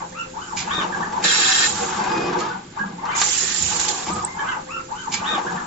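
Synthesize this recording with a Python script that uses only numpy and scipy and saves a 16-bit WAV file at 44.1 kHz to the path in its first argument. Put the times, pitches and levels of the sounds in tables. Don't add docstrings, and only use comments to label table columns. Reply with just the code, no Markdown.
import sys
import numpy as np
from scipy import signal
from scipy.fft import rfft, irfft, next_fast_len
from scipy.io import wavfile
from scipy.ndimage import uniform_filter1d, map_coordinates

SR = 44100
rng = np.random.default_rng(int(sys.argv[2]) if len(sys.argv) > 2 else 0)


def inscribe(sig):
    pcm = np.round(np.clip(np.atleast_2d(sig).T, -1, 1) * 32767)
    wavfile.write(sys.argv[1], SR, pcm.astype(np.int16))


N = 249606
CYCLE_S, BAND_HZ = 4.548, 7530


def amp(db):
    return 10 ** (np.asarray(db) / 20)


def unit(x):
    return x / np.sqrt(np.mean(x ** 2) + 1e-20)


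def along(points, hz):
    f, v = np.transpose(points)
    return np.interp(np.log(hz + 1), np.log(f + 1), v)


def clock():
    return np.arange(N) / SR


def since(s):
    return (clock() - s) % CYCLE_S


def held(start, end, attack_s, release_db_per_s):
    age = since(start)
    return (1 - np.exp(-age / attack_s)) * amp(-release_db_per_s * np.maximum(age - (end - start), 0))


def pulse(s, t60_s, attack_s):
    return (1 - np.exp(-since(s) / attack_s)) * amp(-60 * since(s) / t60_s)


def burst(s, t60_s, attack_s):
    age = np.maximum(clock() - s, 0)
    return (1 - np.exp(-age / attack_s)) * amp(-60 * age / t60_s)


def wobble(rate_hz):
    return map_coordinates(rng.standard_normal(int(N * rate_hz / SR) + 4), [clock() * rate_hz])


def filtered(x, response):
    size = next_fast_len(N + SR // 2)
    return irfft(rfft(x, size) * response(np.fft.rfftfreq(size, 1 / SR)), size)[..., :N]


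def resonances(modes):
    return lambda f: sum((-1) ** k * amp(db) * 1j * f * width / (hz * hz - f * f + 1j * f * width)
                         for k, (hz, width, db) in enumerate(modes))


def noise(spectrum):
    return unit(filtered(rng.standard_normal(N), lambda f: amp(along(spectrum, f))))


def resonant_noise(modes):
    return unit(filtered(rng.standard_normal(N), resonances(modes)))


# (frequency [Hz], left-right correlation [-1..1])
COHERENCE = [(300, 1), (500, -0.17), (7000, 0.06)]

def spread(pair):
    turn = lambda f: np.arccos(np.clip(along(COHERENCE, f), -1, 1)) / 2
    mid, side = filtered(pair, lambda f: np.array([np.cos(turn(f)), np.sin(turn(f))]))
    return np.array([mid + side, mid - side])


# (frequency [Hz], t60 [s])
ROOM_DECAY = [(200, 0.12), (1500, 0.26), (7000, 0.058)]

def placed(x, wet_db, left_db):
    hz, t, spectra = signal.stft(rng.standard_normal((2, SR // 3)), SR, nperseg=256)
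    tail = signal.istft(spectra * amp(-60 * t / along(ROOM_DECAY, hz)[:, None]), SR, nperseg=256)[1]
    echo = spread(signal.fftconvolve(x[None], tail / np.linalg.norm(tail[0]), axes=1)[:, :N])
    return (x + amp(wet_db) * echo) / np.hypot(1, amp(wet_db)) * amp([[left_db / 2], [-left_db / 2]])


def from_right(pair, lag_s=0.00014):
    return filtered(pair, lambda f: np.exp(-2j * np.pi * f * np.array([[lag_s], [0]])))


def shaded(pair, shadow_db):
    sides = np.array([[-.5], [.5]])
    return filtered(pair, lambda f: amp(shadow_db * np.minimum(f / BAND_HZ, 1) ** 2 * sides))


def turbulence(response, patchy_db, left_db):
    spectra = signal.stft(rng.standard_normal((2, N)), nperseg=256)[2]
    patches = uniform_filter1d(rng.standard_normal(spectra.shape[1:]), size=3, axis=0)
    patches = uniform_filter1d(patches, size=5, axis=1)
    pair = signal.istft(spectra * amp(patchy_db * unit(patches)), nperseg=256)[1][:, :N]
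    return unit(spread(filtered(pair, response))) * amp([[left_db / 2], [-left_db / 2]])


# (frequency [Hz], relative density [dB])
SHOP_SPECTRUM = [(25, -10), (165, -4.5), (234, -4.5), (351, -6), (637, -18), (1050, -28), (1540, -13),
                 (1730, -19), (2420, -19.5), (4940, -24), (7400, -52)]
# (frequency [Hz], level [dB])
HUM_TONES = [(176, -48), (349, -54)]

def workshop(floor_db=-43):
    hum = sum(amp(db + 3 * wobble(6)) * np.sin(2 * np.pi * hz * clock() + 1.2 * wobble(14))
              for hz, db in HUM_TONES)
    murmur = unit(spread(np.array([noise(SHOP_SPECTRUM), noise(SHOP_SPECTRUM)])))
    return amp(floor_db) * murmur + hum


# (start [s], end [s], top mesh pitch [Hz], each ramp [share of move],
# fundamental [dB], octave [dB], frame shake [dB], grinding [dB])
SERVO_MOVES = [(0, .39, 519.2, .06, -49.5, -68, -60, -60), (0.082, 0.306, 1375, .46, -32.5, -34, -52, -49),
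               (0.312, .578, 1548, .5, -48, -44, -29, -54), (0.645, 0.871, 1848, .4, -40, -25.5, -26, -30),
               (0.882, 0.984, 1710, .5, -29, -50, -25, -56), (0.984, 1.082, 1770, .5, -30, -52, -25, -44),
               (1.088, 1.215, 1036, 0.5, -32, -52, -27, -56), (1.97, 2.362, 2470, .2, -42, -62, -24, -48),
               (2.372, 2.455, 1280, 0.5, -27, -58, -30, -54), (2.455, 2.57, 1500, 0.5, -34, -62, -33, -46),
               (2.752, 2.85, 1660, 0.49, -24, -58, -26, -46),
               (2.95, 3.085, 1073, 0.37, -37.5, -44, -35, -55),
               (2.987, 3.211, 1555, .5, -48, -43, -28, -36), (3.07, 3.192, 2384, 0.5, -26, -50, -21, -37),
               (4.03, 4.285, 1240, .38, -32, -56, -29, -50), (4.247, 4.37, 1061, .3, -42, -39.5, -38, -66),
               (4.356, 4.444, 1697, .4, -35, -55, -28, -40), (4.373, 4.614, 1571, .5, -29, -38, -29, -32.5)]
# (order [cycles/turn], relative level [dB])
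PINION_TONES = [(4, 0), (5, -6), (8, -7), (11, -7)]
# (frequency [Hz], width [Hz], gain [dB])
COVER_MODES = [(900, 114, 3), (1213, 250, -4.5), (1600, 120, -3.5)]

def servos(teeth=6, runout=0.095, cruise_torque=.35, sing_db=5, bearing_db=-4):
    whine, drive, grind = np.zeros((3, N))
    flutter, roughness = 1 + .015 * wobble(500), amp(3.5 * wobble(220))
    first_flicker_db, octave_flicker_db = 3 * wobble(55), 3 * wobble(55)
    for start, end, top_hz, ramp, first_db, octave_db, shake_db, grind_db in SERVO_MOVES:
        speed = axis_speed(start, end, ramp)
        on = speed > 0
        speed = speed[on]
        phase = 2 * np.pi * np.cumsum(top_hz * speed * flutter[on]) / SR
        pressure = 1 + runout * np.sin(phase / teeth)
        overtones = np.sin(2 * phase) + amp(-19) * np.sin(4 * phase) + amp(-22) * np.sin(5 * phase)
        mesh = amp(first_db + first_flicker_db[on]) * np.sin(phase)
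        mesh += amp(octave_db + octave_flicker_db[on]) * pressure * overtones
        pinion = sum(amp(db) * np.sin(order * phase / teeth) for order, db in PINION_TONES)
        crest = .33 * speed ** 2 + .67 * speed ** 14
        whine[on] += crest * mesh + amp(grind_db) * speed ** 2 * pinion
        torque = np.sqrt(speed) * (cruise_torque + (1 - cruise_torque) * np.sqrt(1 - speed ** 2))
        drive[on] += amp(shake_db + sing_db) * torque * (np.sin(phase) + amp(-6) * np.sin(2 * phase))
        grind[on] += amp(grind_db + bearing_db) * pressure * speed ** 2
    covers = filtered(drive * roughness, resonances(COVER_MODES))
    grit = noise([(500, 5.5), (1300, 10), (2700, -4), (3600, -2), (4500, -7), (7000, 2)])
    bearings = grind * roughness * grit
    motors = placed(whine * roughness, wet_db=4.5, left_db=0)
    return motors + placed(covers + bearings, wet_db=5.5, left_db=4.5)


def axis_speed(start, end, ramp):
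    edge = np.minimum(since(start), end - start - since(start)) / (end - start)
    return np.sin(np.pi / 2 * np.clip(edge / ramp, 0, 1))


def servo_shake(peak_hz=920, width_hz=199, off_peak=0.35, settle_s=0.047):
    force = np.zeros(N)
    for start, end, top_hz, ramp, _, _, shake_db, _ in SERVO_MOVES:
        speed = axis_speed(start, end, ramp)
        on = speed > 0
        resonance = np.exp(-((top_hz * speed[on] - peak_hz) / width_hz) ** 2)
        force[on] += amp(shake_db) * (off_peak * speed[on] + resonance)
    pole = np.exp(-1 / (settle_s * SR))
    return signal.lfilter([1 - pole], [1, -pole], force)


# (frequency [Hz], width [Hz], gain [dB])
FRAME_MODES = [(819.3, 10, 13.5), (913, 23, -0.5), (1041.3, 39, 1), (1177, 37, 5), (1275, 57, -6.5),
               (1525, 140, -9.5), (1654, 25, -4)]

def frame_ring(x, drift=.06):
    position = np.cumsum(1 + drift * wobble(22))
    return unit(np.interp(position % N, np.arange(N), filtered(x, resonances(FRAME_MODES))))


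# (start [s], end [s], rattle [dB], rumble [dB])
CARRIAGE_STROKES = [(0.57, 0.748, -31.5, -44), (0.718, 1.022, -33, -36.5), (1.1, 2.08, -30.5, -34.5),
                    (1.743, 2.477, -27, -34.5), (2.083, 2.346, -44, -30.5), (2.72, 2.926, -41.5, -42.5),
                    (3.108, 3.191, -32, -37), (3.213, 3.702, -38.5, -42), (3.687, 3.997, -29, -32.5),
                    (4.043, 4.177, -32.5, -31)]
# (frequency [Hz], relative density [dB])
ROLL_SPECTRUM = [(400, -73), (750, 7), (1200, 5.5), (1700, 3.5), (2100, -2), (3000, -3), (7500, -9.5)]
RUMBLE_SPECTRUM = [(40, -30), (110, -19.5), (190, -1.5), (250, -8.5), (310, 4), (400, -5.5), (480, -1),
                   (620, -8), (1500, -21), (4000, -41)]

def carriages(rise_s=0.01, stop_db_per_s=122.5, lumpy_db=3):
    slide_power, load_power = np.zeros((2, N))
    for start, end, rattle_db, rumble_db in CARRIAGE_STROKES:
        run = held(start, end, rise_s, stop_db_per_s)
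        slide_power += (run * amp(rattle_db)) ** 2
        load_power += (run * amp(rumble_db)) ** 2
    slide, load, shake = np.sqrt(slide_power), np.sqrt(load_power), servo_shake()
    chatter = rng.standard_normal(N) * amp(lumpy_db * wobble(140))
    rattle = np.hypot(amp(-5) * slide, amp(-12) * shake) * frame_ring(chatter)
    rolling = unit(noise(ROLL_SPECTRUM) * amp(lumpy_db * wobble(110)))
    rolling *= np.hypot(amp(-6) * slide, amp(-16) * shake)
    rumble = unit(noise(RUMBLE_SPECTRUM) * amp(3.4 * wobble(40)))
    rumble *= np.hypot(amp(-1) * load, amp(-13) * shake)
    clatter = placed(rattle + rolling, wet_db=-2.5, left_db=3.5)
    return clatter + from_right(placed(rumble, wet_db=5, left_db=-0.5))


# (open [s], close [s], level [dB], pressure sag [dB/s])
JET_OPENINGS = [(0.36, 1.2, -36, 2.5), (1.218, 1.666, -18, -5.5), (3.144, 3.867, -12, 6.5),
                (4.337, 4.912, -41.5, -0.5)]
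# (time [s], level [dB], t60 [s])
LEAD_SPURTS = [(3.796, -8.5, 0.096), (3.881, -7.5, 0.15)]

def air_flow(rise_s=0.037, bleed_db_per_s=45.5, after_puff_db=-15, leak_db=-43.5):
    jets = [amp(db - sag * np.minimum(since(start), end - start))
            * held(start, end, rise_s, bleed_db_per_s) for start, end, db, sag in JET_OPENINGS]
    bleeds = [amp(db + after_puff_db) * held(s, s + swell_s, swell_s, bleed_db_per_s)
              for s, db, swell_s in VALVE_PUFFS]
    spurts = [amp(db) * pulse(s, t60_s, attack_s=0.0025) for s, db, t60_s in LEAD_SPURTS]
    return np.sqrt(sum(flow ** 2 for flow in jets + bleeds + spurts) + amp(leak_db) ** 2)


# (frequency [Hz], relative density [dB])
HISS_SPECTRUM = [(150, -36), (700, -20.5), (1400, 0), (2100, 0.5), (3400, 3.5), (5000, 5), (6300, 7.5),
                 (7000, 13), (7460, 12.5)]
# (frequency [Hz], width [Hz], gain [dB])
EDGE_MODES = [(1810, 160, 0), (3420, 120, -6), (5499, 30, 6)]

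def fine_jet(hiss_db=2, edge_start_s=3.35, edge_end_s=3.52, edge_db=-34):
    hollow = amp(edge_db) * held(edge_start_s, edge_end_s, .03, 120) * resonant_noise(EDGE_MODES)
    hiss = turbulence(lambda f: amp(along(HISS_SPECTRUM, f)), patchy_db=2.5, left_db=-2)
    return shaded(amp(hiss_db) * air_flow() * hiss + hollow, shadow_db=7)


# (start [s], end [s], level [dB])
BED_BOOMS = [(0.527, 1.2, -41), (0.965, 1.02, -34), (1.7, 2.56, -39.5), (2.79, 2.927, -35),
             (4.065, 4.17, -38)]
# (frequency [Hz], width [Hz], gain [dB])
BED_MODE = [(192.7, 55, 0)]

def bed(rise_s=0.014, stop_db_per_s=130):
    power = sum((amp(db) * held(start, end, rise_s, stop_db_per_s)) ** 2 for start, end, db in BED_BOOMS)
    boom = unit(filtered(rng.standard_normal(N), lambda f: resonances(BED_MODE)(f) ** 2))
    return np.sqrt(power) * boom


# (time [s], level [dB], time to peak [s])
VALVE_PUFFS = [(0.551, -24.5, 0.04), (1.214, -26.5, 0.028), (2.367, -30, 0.033), (3.163, -29.5, 0.038),
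               (4.05, -31, 0.028)]

def valves(grain_db=3, port_db=-5):
    flow = sum(amp(db) * (since(s) / swell_s * np.exp(1 - since(s) / swell_s)) ** 4
               for s, db, swell_s in VALVE_PUFFS)
    air = noise([(400, -17.5), (1400, -1), (3000, 5), (5000, 6.5), (7000, 0.5)])
    port = resonant_noise([(2350, 90, 0), (6900, 250, -2)])
    puffs = flow * amp(grain_db * wobble(230)) * (air + amp(port_db) * port)
    return shaded(placed(puffs, wet_db=0.5, left_db=1), shadow_db=17.5)


# (time [s], level [dB])
CYLINDER_STOPS = [(0.572, -39.5), (1.65, -36.5), (3.162, -42), (3.608, -34.5), (4.071, -34)]

def cylinders():
    push = sum(amp(db) * pulse(s, t60_s=1, attack_s=0.0032) for s, db in CYLINDER_STOPS)
    return push * noise([(30, -30), (75, -6), (130, -11.5), (220, -8.5), (500, -58.5)])


# (time [s], level [dB], thud offset [dB], clack offset [dB])
BLOWS = [(0.78, -20, 7, -19.5), (0.831, -15, -4.5, -9.5), (1, -27.5, 1, -24.5), (1.245, -17.5, 5.5, 7),
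         (2.164, -12.5, -2.5, -38), (2.411, -19.5, 5.5, -21), (3.053, -18, -30.5, -8.5),
         (3.197, -34.5, -14, 14), (3.215, -11.5, -14, 7), (4.067, -23.5, 0, -16), (4.1, -26, 7.5, -10),
         (4.159, -27.5, 3, -10), (4.49, -20, -28.5, -22)]

def knocks(ring_db=-6, thud_db=-11, clack_db=-7):
    ring, thud, clack = np.zeros((3, N))
    for s, db, low_db, high_db in BLOWS:
        ring += amp(db + ring_db) * pulse(s, t60_s=0.068, attack_s=0.00037)
        thud += amp(db + low_db + thud_db) * pulse(s, t60_s=0.12, attack_s=0.00058)
        clack += amp(db + high_db + clack_db) * pulse(s, t60_s=0.088, attack_s=0.00045)
    frame = frame_ring(rng.standard_normal(N))
    steel = noise([(800, -22), (1500, -3.5), (3000, -9.5), (4200, -7.5), (7000, -13)])
    return placed(ring * frame + thud * noise(RUMBLE_SPECTRUM) + clack * steel, wet_db=-7, left_db=1.5)


# (frequency [Hz], width [Hz], gain [dB])
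GAP_MODES = [(1213, 190, -6.5), (1610, 330, -1.5), (1830, 88, 2.5), (2101, 21, -0.5), (2635, 230, -4),
             (3254, 43, 1), (3480, 39, -0.5), (3880, 210, 1), (4990, 450, -3), (5070, 180, -4),
             (5520, 290, -7.5), (7170, 99, 2.5), (7450, 26, 2)]

def blow_off(open_s=1.238, close_s=1.656, level_db=-17, sputter_db=1):
    gate = held(open_s, close_s, attack_s=0.0021, release_db_per_s=256)
    flow = amp(level_db + sputter_db * wobble(90)) * gate
    return flow * turbulence(resonances(GAP_MODES), patchy_db=2, left_db=-0.5)


# (frequency [Hz], width [Hz], gain [dB])
ARM_MODES = [(187, 130, -1.5), (306, 10, 4), (338, 24, 3), (450, 35, -7), (556, 32, -15.5),
             (782, 22, -13.5)]

def swing_arm(start_s=2.04, end_s=2.285, pitch_hz=2480, peak_db=-31.5, octave_db=-43, drone_db=-28.5):
    phase = 2 * np.pi * np.cumsum(pitch_hz * (1 + 0.0008 * wobble(47))) / SR
    swell_db = peak_db - 48 * np.maximum(end_s - clock(), 0)
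    tone = amp(swell_db + 2 * wobble(25.73)) * np.sin(phase)
    octave = amp(octave_db + 3.6 * wobble(25)) * np.sin(2 * phase)
    running = held(start_s, end_s, attack_s=0.015, release_db_per_s=402)
    whine = placed(running * (tone + octave), wet_db=-8, left_db=-1.5)
    drone = held(start_s, end_s, attack_s=0.094, release_db_per_s=78) * resonant_noise(ARM_MODES)
    return whine + placed(amp(drone_db) * drone, wet_db=-6, left_db=1.5)


# (time [s], level [dB], ring [Hz], t60 [s])
TERMINAL_HITS = [(4.133, -25, 7900, .05), (4.2487, -2, 7900, .011)]

def terminal(crack_db=-13):
    crack = amp(crack_db) * noise([(1500, -40), (5000, -2), (7500, 3)])
    ticks = np.zeros(N)
    for s, db, hz, t60_s in TERMINAL_HITS:
        ring = np.sin(2 * np.pi * hz * (clock() - s))
        ticks += amp(db) * burst(s, t60_s, attack_s=.001) * (ring + crack)
    return placed(ticks, wet_db=-9, left_db=-6)


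def scene():
    machine = servos() + swing_arm() + carriages() + fine_jet() + blow_off() + valves() + knocks()
    lows = from_right(cylinders() + bed() + workshop())
    return filtered(machine + lows, lambda f: amp(-np.clip(f - BAND_HZ, 0, 400) / 4)) + terminal()


def record(dry):
    return filtered(dry, lambda f: 1 / np.sqrt(1 + (f / 8600) ** 40))


dry = scene()
out = record(dry)
inscribe(out)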